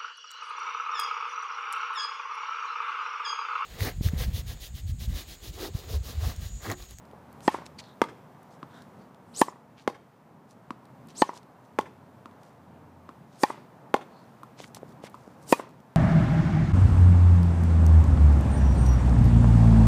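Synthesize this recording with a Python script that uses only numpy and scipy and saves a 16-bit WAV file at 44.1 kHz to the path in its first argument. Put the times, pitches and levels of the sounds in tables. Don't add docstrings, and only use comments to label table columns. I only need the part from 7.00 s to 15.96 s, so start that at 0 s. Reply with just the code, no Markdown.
import sys
import numpy as np
from scipy import signal
from scipy.fft import rfft, irfft, next_fast_len
from scipy.io import wavfile
from scipy.ndimage import map_coordinates

SR = 44100
rng = np.random.default_rng(int(sys.argv[2]) if len(sys.argv) > 2 else 0)


def nominal_scale(level):
    x = np.asarray(level, float) / 20
    return 10 ** x


def int16_out(signal):
    q = np.round(np.clip(np.atleast_2d(signal).T, -1, 1) * 32767)
    wavfile.write(sys.argv[1], SR, q.astype(np.int16))


N = 395136
TIME = np.arange(N) / SR

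BLOW_TIMES = [
    .4780,
    2.4141,
    4.2190,
    6.4335,
    8.5244,
]
# f/Hz, deepest/ms, rise/ms, fall/ms
SHELL_SQUASH = [
    (333, 3.25, 2.2, 0.42),
    (331, 2.25, 0.99, 0.95),
    (230, 2.8, 1.3, 2.4),
]
# t/s, wall slap level/dB, haze level/dB
ANSWER_ROWS = [(0.5429, -17, -45.5), (2.4811, -23.5, -59), (4.2898, -21.5, -54), (6.5, -20.5, -47.5),
               (8.595, -21, -50)]
# f/Hz, level/dB per Hz
TYRE_SPECTRUM = [(240, -5), (322, -15), (648, -15), (950, -15.5), (2060, -33.5), (2850, -41.5),
                 (4260, -47.5), (15500, -57.5)]


def unit(x):
    return x / np.sqrt(np.mean(x ** 2) + 1e-20)


def along(points, hz):
    f, v = np.transpose(points)
    return np.interp(np.log(hz + 1), np.log(f + 1), v)


def filtered(x, response):
    m = next_fast_len(len(x) + 8192)
    spectrum = rfft(x, m) * response(np.fft.rfftfreq(m, 1 / SR))
    return irfft(spectrum, m)[:len(x)]


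def noise_through(count, response):
    return unit(filtered(rng.standard_normal(count), response))


def wobble(rate):
    knots = rng.standard_normal(int(N * rate / SR) + 4)
    return map_coordinates(knots, [TIME * rate])


def bell(t, rise, fall):
    width = np.where(t < 0, abs(rise), abs(fall))
    return np.exp(-.5 * (t / width) ** 2)


def add(track, s, x):
    part = track[round(s * SR):][:len(x)]
    part += x[:len(part)]


def ring(t, hz, t60, soft):
    t = np.maximum(t, 0)
    return np.sin(2 * np.pi * hz * t) * nominal_scale(-60 * t / t60) * (1 - np.exp(-t / soft))


def airy(hz):
    lift = 1 + .9 * (hz / 13000) ** 6
    low_cut = 1 + (2700 / (hz + 1)) ** 4
    return nominal_scale(along(TYRE_SPECTRUM, hz)) * np.sqrt(lift / low_cut)


def traffic():
    # t/s, level/dB
    loudness = [(0.0, -52), (0.22, -52), (0.62, -50), (1.44, -53), (1.82, -51.5), (2.47, -54.5),
                (2.62, -58), (4.16, -53.5), (4.59, -56), (5.04, -53.5), (5.71, -54.5), (6.64, -52.5),
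                (7.39, -52.5), (8.48, -51), (8.76, -55), (8.96, -55.5)]
    # f/Hz, level/dB per Hz
    rumble_spectrum = [(15, -75), (53, -27), (69, -23), (129, -3), (160, -4.5), (240, -6), (322, -12.5),
                       (800, -18)]
    # start t/s, end t/s, first f/Hz, last f/Hz, level/dB
    engines = [
        (0, 0.847, 79, 80, -63.5),
        (3.75, 4.15, 124.3, 126.3, -65.5),
        (4.782, 5.38, 93, 96.8, -61.5),
        (5.602, 6.1, 89, 86, -62.5),
        (7.85, 8.7, 74.6, 76.7, -71),
    ]

    def rumble(hz):
        return nominal_scale(along(rumble_spectrum, hz)) / np.sqrt(1 + (hz / 400) ** 4)

    def tyres(hz):
        edges = (1 + (400 / (hz + 1)) ** 4) * (1 + (hz / 2700) ** 4)
        return nominal_scale(along(TYRE_SPECTRUM, hz)) / np.sqrt(edges)

    # dB over the loudness, share of its swings, own sway in dB, spectrum
    layers = [(-2, 0.92, 2, rumble), (-3, 0.69, 1, tyres), (-13, 0.9, 0.73, airy)]
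    loud_db = np.interp(TIME, *np.transpose(loudness))
    mean_db = loud_db.mean()
    out = np.zeros(N)
    for over_db, share, sway_db, band in layers:
        noise = noise_through(N, band)
        out += nominal_scale(mean_db + over_db + share * (loud_db - mean_db) + sway_db * wobble(7)) * noise
    for start, end, from_hz, to_hz, db in engines:
        fade = np.clip(np.minimum(TIME - start + 0.093, end - TIME + 0.081) / 0.12, 0, 1)
        pitch_hz = np.interp(TIME, [start, end], [from_hz, to_hz])
        hum = np.sqrt(2) * np.sin(2 * np.pi * np.cumsum(pitch_hz) / SR)
        out += fade * nominal_scale(db + 2 * wobble(5)) * hum
    return out


def grit_snaps():
    # t/s, peak level/dB, f/Hz
    grains = [(0.053, -44, 4240), (0.1126, -42.5, 3260), (0.3277, -35.5, 12800), (0.406, -37, 3460),
              (0.495, -33, 10000), (0.6579, -44, 6800), (1.431, -41, 12300), (1.821, -38, 3860),
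              (2.146, -44, 3180), (3.8542, -42, 3760), (4.0715, -40, 8970), (4.0867, -35, 4890),
              (4.431, -44, 3810), (5.3123, -48, 3380), (5.4331, -39.5, 4430), (7.638, -39, 3200),
              (7.7472, -20.5, 6000), (7.8912, -42.5, 3780), (8.0653, -41, 3720), (8.0976, -38, 11800),
              (8.149, -40, 7000), (7.757, -35, 5500), (7.764, -42, 4500), (8.6911, -42.5, 5400),
              (8.7085, -47, 3800), (8.8029, -45, 5000)]
    out, t = np.zeros(N), np.arange(SR // 40) / SR
    for s, db, hz in grains:
        chips = noise_through(len(t), lambda f: np.exp(-.5 * (np.log((f + 1) / hz) / 0.96) ** 2))
        snap = ring(t, hz, 6 / hz, .0001) + 0.17 * chips * nominal_scale(-60 * t / 0.016)
        add(out, s, nominal_scale(db - 0.5) * snap)
    return out


def heel_thuds():
    # t/s, peak level/dB, f/Hz
    heels = [(0.134, -30, 497), (7.602, -23, 570), (7.77, -23.5, 790), (7.831, -22.5, 450),
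             (8.039, -22.5, 490), (8.277, -32.5, 409)]
    out, t = np.zeros(N), np.arange(SR // 40) / SR
    for s, db, hz in heels:
        add(out, s, nominal_scale(db + 8.5) * ring(t, hz, 2.6 / hz, 0.00071))
    return out


def swings():
    # top speed at t/s, speed-up/s, top whistle f/Hz, whistle level/dB, whoosh level/dB
    swing_rows = [(0.476, .055, 8630, -59.5, -52.5), (2.416, 0.059, 10360, -37.5, -42),
                  (4.202, 0.044, 8930, -46, -49), (6.431, 0.039, 9840, -60, -47),
                  (8.521, 0.042, 10800, -49, -39.5)]
    stroke_names = ["forehand", "backhand", "backhand", "forehand", "forehand"]
    follow_through = {"forehand": (0.14, -56), "backhand": (0.13, -63)}
    # share of top f, level/dB
    eddy_tones = [(0.93, 2.5), (.72, -3), (.5, -7.5)]
    # f/Hz, level/dB per Hz
    whoosh_spectrum = [(180, -33), (300, 1.5), (2280, -22.5), (5390, -12), (6360, -13), (7880, -8.5),
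                       (9140, -9), (15500, -28)]
    air = np.zeros(N)
    t = np.arange(-SR // 5, SR // 4) / SR
    for (s, rise, top_hz, tone_db, rush_db), stroke, blow in zip(swing_rows, stroke_names, BLOW_TIMES):
        fall, after_db = follow_through[stroke]
        speed = bell(t, rise, fall)
        since = np.maximum(t + s - blow, 0)
        struck = since > 0

        loud = np.clip(speed - .3, 0, 1) ** 2.22 + 0.025 * speed ** .5
        dip_db = after_db - rush_db - 26 * np.exp(-since / 0.026) + 60 * np.minimum(since, .07)
        loud = loud * nominal_scale(8 + struck * dip_db)
        lumps = noise_through(len(t), lambda hz: hz < 250)
        loud = loud * bell(np.maximum(since - 0.062, 0), 1, 0.025) * nominal_scale(1.5 * lumps)

        speed = speed * np.where(struck, .88, 1)
        turn = 2 * np.pi * np.cumsum(top_hz * speed) / SR

        def blur():
            return filtered(rng.standard_normal(len(t)), lambda hz: np.exp(-(hz / 560) ** 2))

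        tones = np.zeros(len(t))
        for share, db in eddy_tones:
            tones += nominal_scale(db) * unit(blur() * np.cos(share * turn) + blur() * np.sin(share * turn))
        rush = noise_through(len(t), lambda hz: nominal_scale(along(whoosh_spectrum, hz)))
        sizzle = noise_through(len(t), lambda hz: 1 / (1 + (10500 / (hz + 1)) ** 6))
        sizzle_db = -18 + 8.5 * (top_hz / 1000 - 9)
        rush = rush + nominal_scale(sizzle_db) * speed ** 2 * sizzle
        whistle = nominal_scale(tone_db - 2.0 * struck) * np.clip(speed / 0.51, 0, 1) ** 3 * tones
        add(air, s + t[0], loud * (whistle + nominal_scale(rush_db) * rush))
    return air


def contact(row, squash, modes, spike_db, spike_ms, lead_ms, land_db, split, brief, tail_db):
    db, cavity_hz, cavity_db, crack_db, kick_ms = row[:5]
    t = np.arange(SR // 4) / SR
    u = t * 1000 / spike_ms
    spike = -nominal_scale(spike_db) * (u * np.exp(1 - u)) ** 2

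    edge_hz = 3000 * nominal_scale(1.8 * (crack_db + 22.5))
    felt = noise_through(len(t), lambda hz: hz / edge_hz / (1 + (hz / edge_hz) ** 2) ** 1.82)
    crack = nominal_scale(crack_db + 2.5) * felt * (nominal_scale(-60 * t / 0.016) + nominal_scale(-18.0 - 60 * t / 0.16))

    t = t - lead_ms / 1000
    shell_hz, deepest, rise, fall = squash
    shell = (t > 0) * np.sin(2 * np.pi * shell_hz * t) * bell(t * 1000 - deepest, rise, fall)
    for hz, level, t60 in modes:
        shell += nominal_scale(level + rng.normal(0, 1.5)) * ring(t, hz * rng.normal(1, .02), t60, .0003)
    landing = nominal_scale(land_db) * ring(t, cavity_hz * 1.026, 0.013, .0001)

    t = t - kick_ms / 1000
    pair = ring(t, cavity_hz * (1 - split), brief * 1.03, 0.00034)
    pair += 0.51 * ring(t, cavity_hz * (1 + split), brief, 0.00037)
    flutter = 1 + .5 * np.sin(2 * np.pi * 70 * t)
    after = nominal_scale(tail_db) * ring(t, cavity_hz * 1.17, .085, .004) * flutter
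    return nominal_scale(db) * (spike + crack + shell + landing + nominal_scale(cavity_db) * (pair + after))


def racket():
    # squash level/dB, cavity f/Hz, cavity level/dB, crack level/dB, spring-back/ms
    blows = [(-7, 910, -2, -21.5, 2.2), (-5.5, 950, -1, -18.5, 2.03), (-6.5, 925, 0.5, -21, 2.22),
             (-8, 890, 2, -19.5, 2.7), (-4, 992, -3.5, -18.5, 2.17)]
    # f/Hz, level/dB, t60/s
    frame_modes = [(507.6, 2.5, 0.017), (1370, -50, 0.012), (1800, -10.5, 0.029), (2350, -21, 0.025)]
    # f/Hz, level/dB, t60/s
    string_pings = [(3270, -26, 0.045), (4150, -17, .012), (4190, -13, 0.022), (4800, -9.5, 0.014),
                    (2420, -18, 0.065)]
    near, back = np.zeros(N), np.zeros(N)
    for s, row, (back_s, back_db, _), ping in zip(BLOW_TIMES, blows, ANSWER_ROWS, string_pings):
        bed = [(hz, -26.5, 0.039) for hz in rng.uniform(1283, 3410, size=8)]
        pop = contact(row, SHELL_SQUASH[0], frame_modes + bed + [ping], spike_db=-10.5, spike_ms=0.22,
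                      lead_ms=1.225, land_db=-7.5, split=0.054, brief=0.033, tail_db=-17)
        add(near, s, pop)
        steps = np.arange(len(pop))
        higher = np.interp(steps * 1.1, steps, pop)
        for lag, loss_db in [(0, 0.5), (.041, -15.5), (.075, -19)]:
            add(back, back_s + lag, nominal_scale(back_db - row[0] - 5.0 + loss_db) * higher)

    def wall_tone(hz):
        low_cut = 1j * hz / (250 + 1j * hz)
        return low_cut / (1 + (1j * hz / 1500) * 0.84 - (hz / 1500) ** 2)

    return near, filtered(back, wall_tone)


def haze():
    level = np.zeros(N)
    for s, _, db in ANSWER_ROWS:
        since = TIME - s
        level += nominal_scale(db - 60 * np.maximum(since, 0) / 0.42) * bell(np.minimum(since, 0), 0.049, 1)
    return level * noise_through(N, lambda hz: airy(hz) / (1 + (hz / 8000) ** 4))


def scuffs():
    # peak t/s, fall/s, level/dB, grit f/Hz
    planted = [(.66, 0.0075, -50, 3900), (.791, 0.011, -47, 4100), (0.796, 0.0089, -47, 2600),
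               (2.784, 0.02, -57.5, 2350), (2.815, 0.025, -66, 4200), (4.096, 0.017, -57, 3600),
               (4.649, 0.016, -72, 4970), (5.438, 0.06, -69.5, 5400), (7.595, 0.032, -52.5, 3280),
               (7.625, 0.039, -58, 8000), (7.751, .006, -59, 2500), (8.04, 0.023, -51.5, 1800),
               (8.066, 0.0083, -49, 2100)]
    # peak t/s, width/s, level/dB, grit f/Hz
    sliding = [(0.844, .043, -64.5, 3730), (1.534, 0.018, -65.5, 5000), (1.771, 0.045, -67, 4260),
               (1.997, .043, -76, 4400), (3.511, 0.015, -65, 5930), (4.363, 0.019, -55.5, 4800),
               (6.361, .035, -66, 4200), (7.208, 0.083, -74.5, 4500), (7.64, 0.0072, -48, 1900),
               (7.768, .0095, -54.5, 5640), (7.9, 0.023, -68, 5000), (8.053, 0.012, -53, 6860),
               (8.249, 0.092, -71.5, 6000), (8.431, .012, -63.5, 8000)]
    out, t = np.zeros(N), np.arange(-SR // 5, SR // 4) / SR
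    for rise_share, rows in [(0.39, planted), (1, sliding)]:
        for s, fall, db, grit_hz in rows:
            lumps = noise_through(len(t), lambda hz: hz < 350)
            grains = rng.standard_normal(len(t)) * nominal_scale(4.5 * lumps)

            def grit_tone(hz):
                hump = np.exp(-.5 * (np.log((hz + 1) / grit_hz) / 0.66) ** 2)
                return hump / (1 + (hz / 11000) ** 4)

            grit = unit(filtered(grains, grit_tone))
            add(out, s + t[0], nominal_scale(db) * bell(t, rise_share * fall, fall) * grit)
    return out


def squeaks():
    # t/s, width/s, level/dB, f/Hz
    drags = [(.79, 0.0031, -44, 4580), (.835, 0.022, -64, 4400), (.885, 0.034, -62.5, 3780),
             (1.767, 0.038, -65, 3680), (1.78, 0.044, -59, 1480), (2.02, .024, -75, 4600),
             (5.74, .05, -77.5, 2800), (7.183, .045, -69.5, 4330)]
    out, t = np.zeros(N), np.arange(-SR // 5, SR // 4) / SR
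    for s, width, db, centre_hz in drags:
        chatter = noise_through(len(t), lambda hz: 1 / (1 + (2 * (hz - centre_hz) / 680) ** 2))
        add(out, s + t[0], nominal_scale(db) * bell(t, width, width) * chatter)
    return out


def wall_knocks():
    knock_times = [1.0171, 2.8767, 4.7878, 6.9417]
    knock_rows = [(-10, 970, -0.5, -21, 2.46), (-13.5, 850, -3.5, -21, 2.77), (-14.5, 920, 2.5, -20, 2.86),
                  (-10.5, 860, 2.5, -21, 2.78)]
    # f/Hz, level/dB, t60/s
    panel_modes = [(234, -1, 0.026), (2060, -20.5, 0.046), (3180, -20, 0.015)]
    door_levels = [-37, -39, -37, -48]
    out, t = np.zeros(N), np.arange(SR // 5) / SR
    for s, row, door_db in zip(knock_times, knock_rows, door_levels):
        knock = contact(row, SHELL_SQUASH[1], panel_modes, spike_db=7.5, spike_ms=0.21, lead_ms=0.17,
                        land_db=-4, split=0.049, brief=0.024, tail_db=-16.0)
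        add(out, s, knock)
        rattle = unit(filtered(rng.normal(1, 8, len(t)), lambda hz: hz < 120))
        add(out, s, nominal_scale(row[0] + door_db) * ring(t, 4620, 0.12, 0.0044) * rattle)

        mesh = rng.standard_normal(400) * nominal_scale(-60 * t[:400] / .009)
        highs = filtered(knock, lambda hz: 1j * hz / (1500 + 1j * hz))
        add(out, s + 0.022, nominal_scale(-29) * np.convolve(highs, mesh))

        scatter = rng.standard_normal(1500) * bell(t[:1500] - .004, .002, .012)
        smeared = np.convolve(np.diff(knock), scatter)
        add(out, s + .066, nominal_scale(-38) * filtered(smeared, lambda hz: 1 / (1 + (hz / 4500) ** 2)))
    return out


def bounces():
    bounce_times = [1.6296, 3.7063, 5.2577, 6.0910, 7.4327, 8.1434]
    bounce_rows = [(-32, 1130, -4.5, -22.5, 0.11), (-26, 1060, -6, -21.5, 0.059),
                   (-36.5, 1170, -3.5, -21, 0.099), (-35.5, 1140, -2.5, -21, 0.1),
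                   (-40.5, 1140, 6.5, -16.5, 0.022), (-41.5, 1090, 7.5, -21, 0.049)]
    out = np.zeros(N)
    for s, row in zip(bounce_times, bounce_rows):
        bounce = contact(row, SHELL_SQUASH[2], [], spike_db=6.0, spike_ms=0.18, lead_ms=0.36,
                         land_db=0, split=0.064, brief=0.029, tail_db=-14.0)
        add(out, s, bounce)
    return out


def yard(x):
    # f/Hz, t60/s
    decay_times = [(200, 0.71), (1000, 0.32), (4000, 0.6), (12000, 0.38)]
    out = np.zeros(N)
    for start in range(0, N, SR):
        hz, t, z = signal.stft(rng.standard_normal(SR // 2), SR, nperseg=256)
        fading = z * nominal_scale(-60 * t / along(decay_times, hz)[:, None])
        tail = signal.istft(fading, SR, nperseg=256)[1]
        delayed = np.pad(x[start:start + SR], (300, 0))
        add(out, start / SR, signal.fftconvolve(delayed, tail / np.linalg.norm(tail)))
    return out


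def scene():
    hum = traffic()
    shoes = grit_snaps() + heel_thuds() + scuffs() + squeaks()
    air = swings()
    pops, back = racket()
    knocks = wall_knocks() + bounces()
    play = air + pops + back + knocks + shoes
    wet = nominal_scale(-29) * play + nominal_scale(-23.5) * knocks + nominal_scale(-16.0) * back

    def bass_cut(hz):
        return (1j * hz / (105 + 1j * hz)) ** 3 + nominal_scale(-33.5) / (1 + 1j * hz / 50)

    thin = filtered(play + yard(wet), bass_cut)
    return (thin + haze() + hum)[None]


def band_limit(x):
    return signal.sosfilt(signal.butter(12, 16430, fs=SR, output="sos"), x)


def record(dry):
    x = dry[0] / (1 + np.abs(dry[0] / .76) ** 6) ** (1 / 6)
    x = filtered(x, lambda hz: nominal_scale(-50 * np.clip((hz - 15250) / 300, 0, 1)))
    return band_limit(x[None])


dry = scene()
out = record(dry)
int16_out(out)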